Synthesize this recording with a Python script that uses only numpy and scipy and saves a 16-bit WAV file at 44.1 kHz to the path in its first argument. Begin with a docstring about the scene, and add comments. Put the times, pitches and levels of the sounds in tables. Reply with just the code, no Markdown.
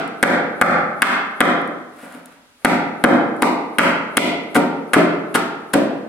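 """Reverberant workshop: a hand axe hews the edge of a plank on a low wooden bench.
Each blow is a tick of the edge, a knock of plank and bench and a crackle of splitting fibres.
Chips land, a sleeve swishes, the plank bounces at times and is shifted in a short break.
A limiter ducks on the blows, so the room swells up behind them."""
import sys
import numpy as np
from scipy import signal
from scipy.fft import rfft, irfft, next_fast_len
from scipy.io import wavfile

SR = 44100
rng = np.random.default_rng(int(sys.argv[2]) if len(sys.argv) > 2 else 0)


def output_pcm(signal):
    """Save a mono or channel-first signal as 16-bit PCM at the path in sys.argv[1].

    Samples are clipped to [-1, 1] before scaling.
    """
    pcm = np.clip(np.atleast_2d(signal).T, -1, 1) * 32767
    wavfile.write(sys.argv[1], SR, np.round(pcm).astype(np.int16))


N = 268128
LEAD = SR // 4  # samples before t = 0: work already under way
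TIME = np.arange(-LEAD, N) / SR

# axe blows: t/s, skid before bite/s, plank/dB, bench/dB, brightness/Hz, split/dB, split half-length/s
AXE_BLOWS = [ (-.16, 0.00093, -1.5, -5.5, 1950, -4, .002), (.2278, 0.00025, 11.5, -3, 2410, -9.5, 0.0038),
             (.6134, 0.00055, 13, -6, 2300, -10.5, .003), (1.02, 0.00005, 11, -11, 2860, -8, 0.0027),
             (1.405, 0.00039, 10, -3.5, 3630, -14, 0.0035), (2.6476, 0.00033, 8.5, -3, 2480, -9, 0.0032),
             (3.0389, 0.00073, 9.5, 1.5, 2550, -11.5, .0025), (3.4198, 0.0021, 1.5, -5, 2870, -3, 0.00061),
             (3.7845, 0.000043, 7.5, -5.5, 3560, -9.5, 0.0036),
             (4.1685, 0.001954, 9, -3, 3530, 0.5, 0.0013), (4.546, 0.0076, -0.5, -11.5, 2370, -20.5, .011),
             (4.9334, .0008, 4.5, -13.5, 3040, -12, .006),
             (5.3428, 0.0067, -2.5, -9.5, 2440, -16.5, 0.0082),
             (5.733, 0.0035, -12, -9.5, 2400, -13.5, 0.0026)]
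# spectrum of snapping fibres: f/Hz, relative level/dB
FIBRE_SPECTRUM = [(300, -8), (1500, 5), (2500, 1), (4000, -5), (6200, -13), (8200, -2), (10500, -1),
                  (13000, -14), (16000, -18), (18000, -30)]


def from_db(db):
    """Decibels to gain."""
    return 10 ** (np.asarray(db) / 20)


def at_hz(points, hz):
    """Read a table on a log-frequency axis."""
    points_hz, values = np.transpose(points)
    return np.interp(np.log(np.maximum(hz, 1)), np.log(points_hz), values)


def colour(x, spectrum):
    """Filter by a spectrum; white input keeps its power."""
    size = next_fast_len(x.shape[-1])
    gain = from_db(at_hz(spectrum, np.fft.rfftfreq(size, 1 / SR)))
    gain /= np.sqrt(np.mean(gain ** 2))
    return irfft(rfft(x, size) * gain, size)[..., :x.shape[-1]]


def cut(x, hz, kind, order=2):
    """Causal Butterworth filter."""
    return signal.sosfilt(signal.butter(order, hz, kind, fs=SR, output="sos"), x + 1e-18)


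def add(track, at_s, sound):
    """Mix a sound into a track."""
    start = max(LEAD + round(at_s * SR), 0)
    track[start:start + len(sound)] += sound[:len(track) - start]


def diffuse(count):
    """White stereo noise, alike in the bass, nearly unrelated in the treble."""
    # f/Hz, left-right correlation
    correlation = [(60, 0.29), (130, .91), (290, 0.78), (640, 0.66), (1400, 0.19), (3100, -0.23),
                   (6800, -0.32), (15000, -0.055)]
    size = next_fast_len(count)
    mid, side = rfft(rng.standard_normal((2, size)))
    alike = at_hz(correlation, np.fft.rfftfreq(size, 1 / SR))
    spectra = np.sqrt((1 + alike) / 2) * mid + np.sqrt((1 - alike) / 2) * side * [[1], [-1]]
    return irfft(spectra, size)[:, :count]


def crackle(count, uneven_db):
    """Dense snaps of uneven size; rms 1."""
    snaps = rng.standard_normal(count)
    snaps *= from_db(uneven_db * np.clip(rng.standard_normal(count), -2, 2))
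    return snaps / np.std(snaps)


def strike(modes, scatter_db=1.0, detune=0.02):
    """Struck body: the contact point shifts each mode's level and pitch; neighbours swing oppositely."""
    hz, db, t60_s = np.transpose(modes)[:, :, None]
    t = np.arange(SR // 8) / SR
    strength, pitch = rng.standard_normal((2, len(modes), 1))
    envelopes = from_db(db + scatter_db * strength - 60 * t / t60_s)
    rings = envelopes * np.sin(2 * np.pi * hz * (1 + detune * pitch) * t)
    return rings[::2].sum(axis=0) - rings[1::2].sum(axis=0)


def wood_knocks(bounce_lowpass_hz=900, bounce_count=3, bounce_loss_db=9.5):
    """The edge bites, plank and bench ring; a softer bite is duller. The loose plank bounces at times."""
    # modes: f/Hz, level/dB, t60/s
    plank_modes = [(786, -15.5, 0.012), (1190, -0.5, 0.0042), (1398, 2.5, 0.0069), (1760, 1.5, 0.0052),
                   (2122, -1, 0.0048), (3184, -10, 0.0069), (3750, -10, 0.0035)]
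    bench_modes = [(236.5, -1.5, 0.04), (307, -8.5, 0.095), (379.6, -8, 0.033), (463, -6.5, 0.03),
                   (555, -4.5, 0.013), (676.7, -18.5, 0.13), (732, -17.5, 0.065), (984, -14.5, 0.047)]
    # plank kicks against the bench: t/s, level/dB, bounce gap/s
    kicks = [(1.689, -24.5, 0.012), (2.031, -29.5, 0.039), (2.147, -33, .012), (3.0481, -5.5, 0.0071),
             (4.567, -4.5, .011), (4.962, -1.5, 0.0069), (5.751, -5, 0.031)]
    plank, bench = np.zeros((2, len(TIME)))
    for at_s, skid_s, plank_db, bench_db, bright_hz, *_ in AXE_BLOWS:
        ring = cut(strike(plank_modes), bright_hz, "low", order=3)
        add(plank, at_s + skid_s, from_db(plank_db) * ring)
        add(bench, at_s + skid_s, from_db(bench_db) * strike(bench_modes))
    for at_s, db, gap_s in kicks:
        for k in range(bounce_count):
            thump = cut(strike(bench_modes, scatter_db=2.0, detune=0.04), bounce_lowpass_hz, "low")
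            add(bench, at_s + k * gap_s, from_db(db - k * bounce_loss_db) * thump)
    return cut(plank, 75, "high"), cut(bench, 153, "high")


def fibre_cracks(tick_decay_s=0.00085, ahead_db=-2.0, skid_loss_db=24, skid_scale_s=0.00053):
    """The edge ticks on entry, fibres tear as the shaving lifts. Returns the sound ahead and all round."""
    ahead, around = np.zeros((2, len(TIME)))
    t = np.arange(SR // 20) / SR
    for at_s, skid_s, _, _, bright_hz, split_db, half_length_s in AXE_BLOWS:
        tick_db = -skid_loss_db * (1 - np.exp(-skid_s / skid_scale_s))  # a square hit ticks loudest
        tick_db += 6 * np.log2(bright_hz / 2930)  # a duller blow ticks less, 6 dB/octave
        tick = from_db(tick_db) * np.exp(-t / tick_decay_s)
        split_peak_s = skid_s + 0.0012 + 0.43 * half_length_s
        split = from_db(split_db) * np.exp(-0.5 * ((t - split_peak_s) / half_length_s) ** 2)
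        burst = (tick + split) * crackle(len(t), uneven_db=3.0)
        add(ahead, at_s, burst)
        # summed over all directions: same energy, flat spectrum
        flat_burst = irfft(np.exp(1j * np.angle(rfft(burst))))
        add(around, at_s, np.linalg.norm(burst) * flat_burst)
    return from_db(ahead_db) * colour(ahead, FIBRE_SPECTRUM), colour(around, FIBRE_SPECTRUM)


def chips(decay_s=0.0016, highpass_hz=5000, crumb_db=-51, flight_s=(0.12, 0.43)):
    """Larger chips, and one crumb thrown by each blow, land with a thin tick."""
    # larger chips landing: t/s, level/dB
    landings = [(.0773, -34), (1.616, -40), (1.6765, -38), (2.1247, -37), (2.16, -47), (2.258, -28.5),
                (3.3659, -43)]
    crumbs = [(at_s + rng.uniform(*flight_s), crumb_db) for at_s, *_ in AXE_BLOWS]
    ticks = np.zeros(len(TIME))
    t = np.arange(SR // 50) / SR
    for at_s, db in list(landings) + crumbs:
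        tick = np.exp(-t / decay_s) * rng.standard_normal(len(t))
        add(ticks, min(at_s, TIME[-1]), from_db(db) * tick)
    return cut(colour(ticks, FIBRE_SPECTRUM), highpass_hz, "high")


def sleeve_swish(level_db=-56, swing_s=0.025):
    """A sleeve swishes on each downstroke, peaking just before the blow."""
    # cloth rubbing: f/Hz, relative level/dB
    spectrum = [(2000, -6), (6000, -31), (10000, -8), (12000, -15), (15000, -31)]
    swings = sum(np.exp(-0.5 * ((TIME - at_s) / swing_s + 1) ** 2) for at_s, *_ in AXE_BLOWS)
    return from_db(level_db) * swings * colour(rng.standard_normal(len(TIME)), spectrum)


def plank_scrape(rise_db_per_s=158, fall_db_per_s=227):
    """The plank scrapes as it is shoved to a new grip."""
    # shove peaks: t/s, level/dB
    shoves = [(2.035, -42.5), (2.145, -44.5), (2.324, -53.5)]
    # wood sliding: f/Hz, relative level/dB
    spectrum = [(80, -42), (250, -36), (500, -7), (1500, 8), (3000, -4), (6000, -16), (10000, -4.5),
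                (15000, -19)]
    envelope = np.zeros(len(TIME))
    for at_s, db in shoves:
        below_peak_db = np.maximum(rise_db_per_s * (at_s - TIME), fall_db_per_s * (TIME - at_s))
        envelope += from_db(db - below_peak_db)
    return envelope * colour(crackle(len(TIME), uneven_db=15.0), spectrum)


def near_echoes(x, band_hz=(700, 2600)):
    """The plank's faces beam its midrange at near surfaces, which return it within milliseconds."""
    # reflections: delay/s, level/dB
    echoes = [(.0012, -28), (.0052, -30), (.0083, 5)]
    beam = cut(x, band_hz, "band", order=1)
    return sum(from_db(db) * np.interp(TIME - delay_s, TIME, beam) for delay_s, db in echoes)


def clutter(x, level_db=-2, span_s=0.0029, band_hz=(500, 4500)):
    """Floor, legs and lumber scatter a dense spray of early reflections."""
    t = np.arange(SR // 30) / SR
    spray = diffuse(len(t)) * t / span_s * np.exp(-2 * t / span_s)
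    spray *= from_db(level_db) / np.linalg.norm(spray, axis=1, keepdims=True)
    midrange = cut(x, band_hz, "band", order=1)
    return signal.fftconvolve(midrange[None], spray, axes=1)[:, :len(x)]


def reverb(x, build_s=0.00077, mode_t60_s=0.78):
    """Diffuse reverberation, dying faster in the treble, plus a few standing waves."""
    # diffuse tail: f/Hz, level/dB
    tail_db = [(60, -10), (110, 3), (200, 3), (300, 7), (600, 14), (1400, 3), (3000, 1), (6000, -0.5),
               (10000, -14), (15000, -7)]
    # tail decay: f/Hz, t60/s
    tail_t60_s = [(100, 1), (300, 1), (1200, 1), (2500, 0.81), (5000, 0.62), (10000, 0.36), (15000, .35)]
    # standing waves: f/Hz, level/dB
    room_modes = [(172, 17.5), (251, 14), (921, 19), (981, 15), (1180, 17), (1303, 15.5), (1399, 14.5),
                  (1515, 13), (2097, 10.5)]
    t = np.arange(SR * 5 // 4) / SR
    hz = np.fft.rfftfreq(len(t), 1 / SR)
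    spectra = rfft(diffuse(len(t))) * from_db(at_hz(tail_db, hz))
    edges_hz = np.geomspace(30, 18000, 25)
    response = np.zeros((2, len(t)))
    for low_hz, high_hz in zip(edges_hz, edges_hz[1:]):
        decay_per_s = np.log(1000) / at_hz(tail_t60_s, np.sqrt(low_hz * high_hz))
        band = irfft(spectra * ((hz >= low_hz) & (hz < high_hz)), len(t))
        response += np.sqrt(2 * decay_per_s / SR) * band * np.exp(-decay_per_s * t)
    decay_per_s = np.log(1000) / mode_t60_s
    mode_envelope = 2 * decay_per_s / SR * np.exp(-decay_per_s * t)
    for mode_hz, db in room_modes:
        response += from_db(db) * mode_envelope * np.sin(2 * np.pi * (mode_hz * t + rng.random()))
    response *= 1 - np.exp(-t / build_s)
    return signal.fftconvolve(x[None], response, axes=1)[:, :len(x)]


def room_tone(level_db=-56):
    """Faint, steady, diffuse noise."""
    # background: f/Hz, relative level/dB
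    spectrum = [(30, -4), (100, -6.5), (170, -14), (400, -21), (1200, -11.5), (3000, -10), (6000, -17.5),
                (10500, -18.5), (15000, -30)]
    return from_db(level_db) * colour(diffuse(len(TIME)), spectrum)


def pan_left(x, left_db, right_lag_s):
    """Left channel louder, right channel later."""
    delayed = np.interp(TIME - right_lag_s, TIME, x)
    return np.array([from_db(left_db / 2) * x, from_db(-left_db / 2) * delayed])


def scene(floor_boost_db=4):
    """Work slightly left of centre in a quiet, live room; the floor reinforces the bench's thump."""
    plank, bench = wood_knocks()
    crack_ahead, crack_around = fibre_cracks()
    small_sounds = chips() + sleeve_swish() + plank_scrape()
    body = plank + near_echoes(plank) + from_db(floor_boost_db) * bench
    direct = pan_left(body, left_db=1.8, right_lag_s=70e-6)
    direct += pan_left(crack_ahead + small_sounds, left_db=1.4, right_lag_s=4e-6)
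    radiated = plank + bench + crack_around
    room = clutter(radiated) + reverb(radiated + small_sounds) + room_tone()
    return (direct + room)[:, LEAD:]


def limiter(x, ceiling_db=1.0, release_db_per_s=105, attack_s=0.0001, lookahead_s=0.00056):
    """Gain drops at once on a peak and climbs back at a steady rate."""
    t = np.arange(N) / SR
    peak_db = 20 * np.log10(np.abs(x).max(axis=0) + 1e-9)
    over_db = np.maximum(peak_db - ceiling_db, 0)
    held_db = np.maximum.accumulate(over_db + release_db_per_s * t) - release_db_per_s * t
    pole = np.exp(-1 / (attack_s * SR))
    duck_db = signal.lfilter([1 - pole], [1, -pole], held_db)
    return x * from_db(-np.interp(t + lookahead_s, t, duck_db))


def record(dry, highpass_hz=67, lowpass_hz=15800):
    """Bass roll-off, limiter, soft clip, steep top cut."""
    limited = limiter(cut(dry, highpass_hz, "high", order=1))
    rounded = limited / (1 + limited ** 6) ** (1 / 6)
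    return signal.sosfilt(signal.ellip(10, 0.1, 90, lowpass_hz, fs=SR, output="sos"), rounded)


dry = scene()
out = record(dry)
output_pcm(out)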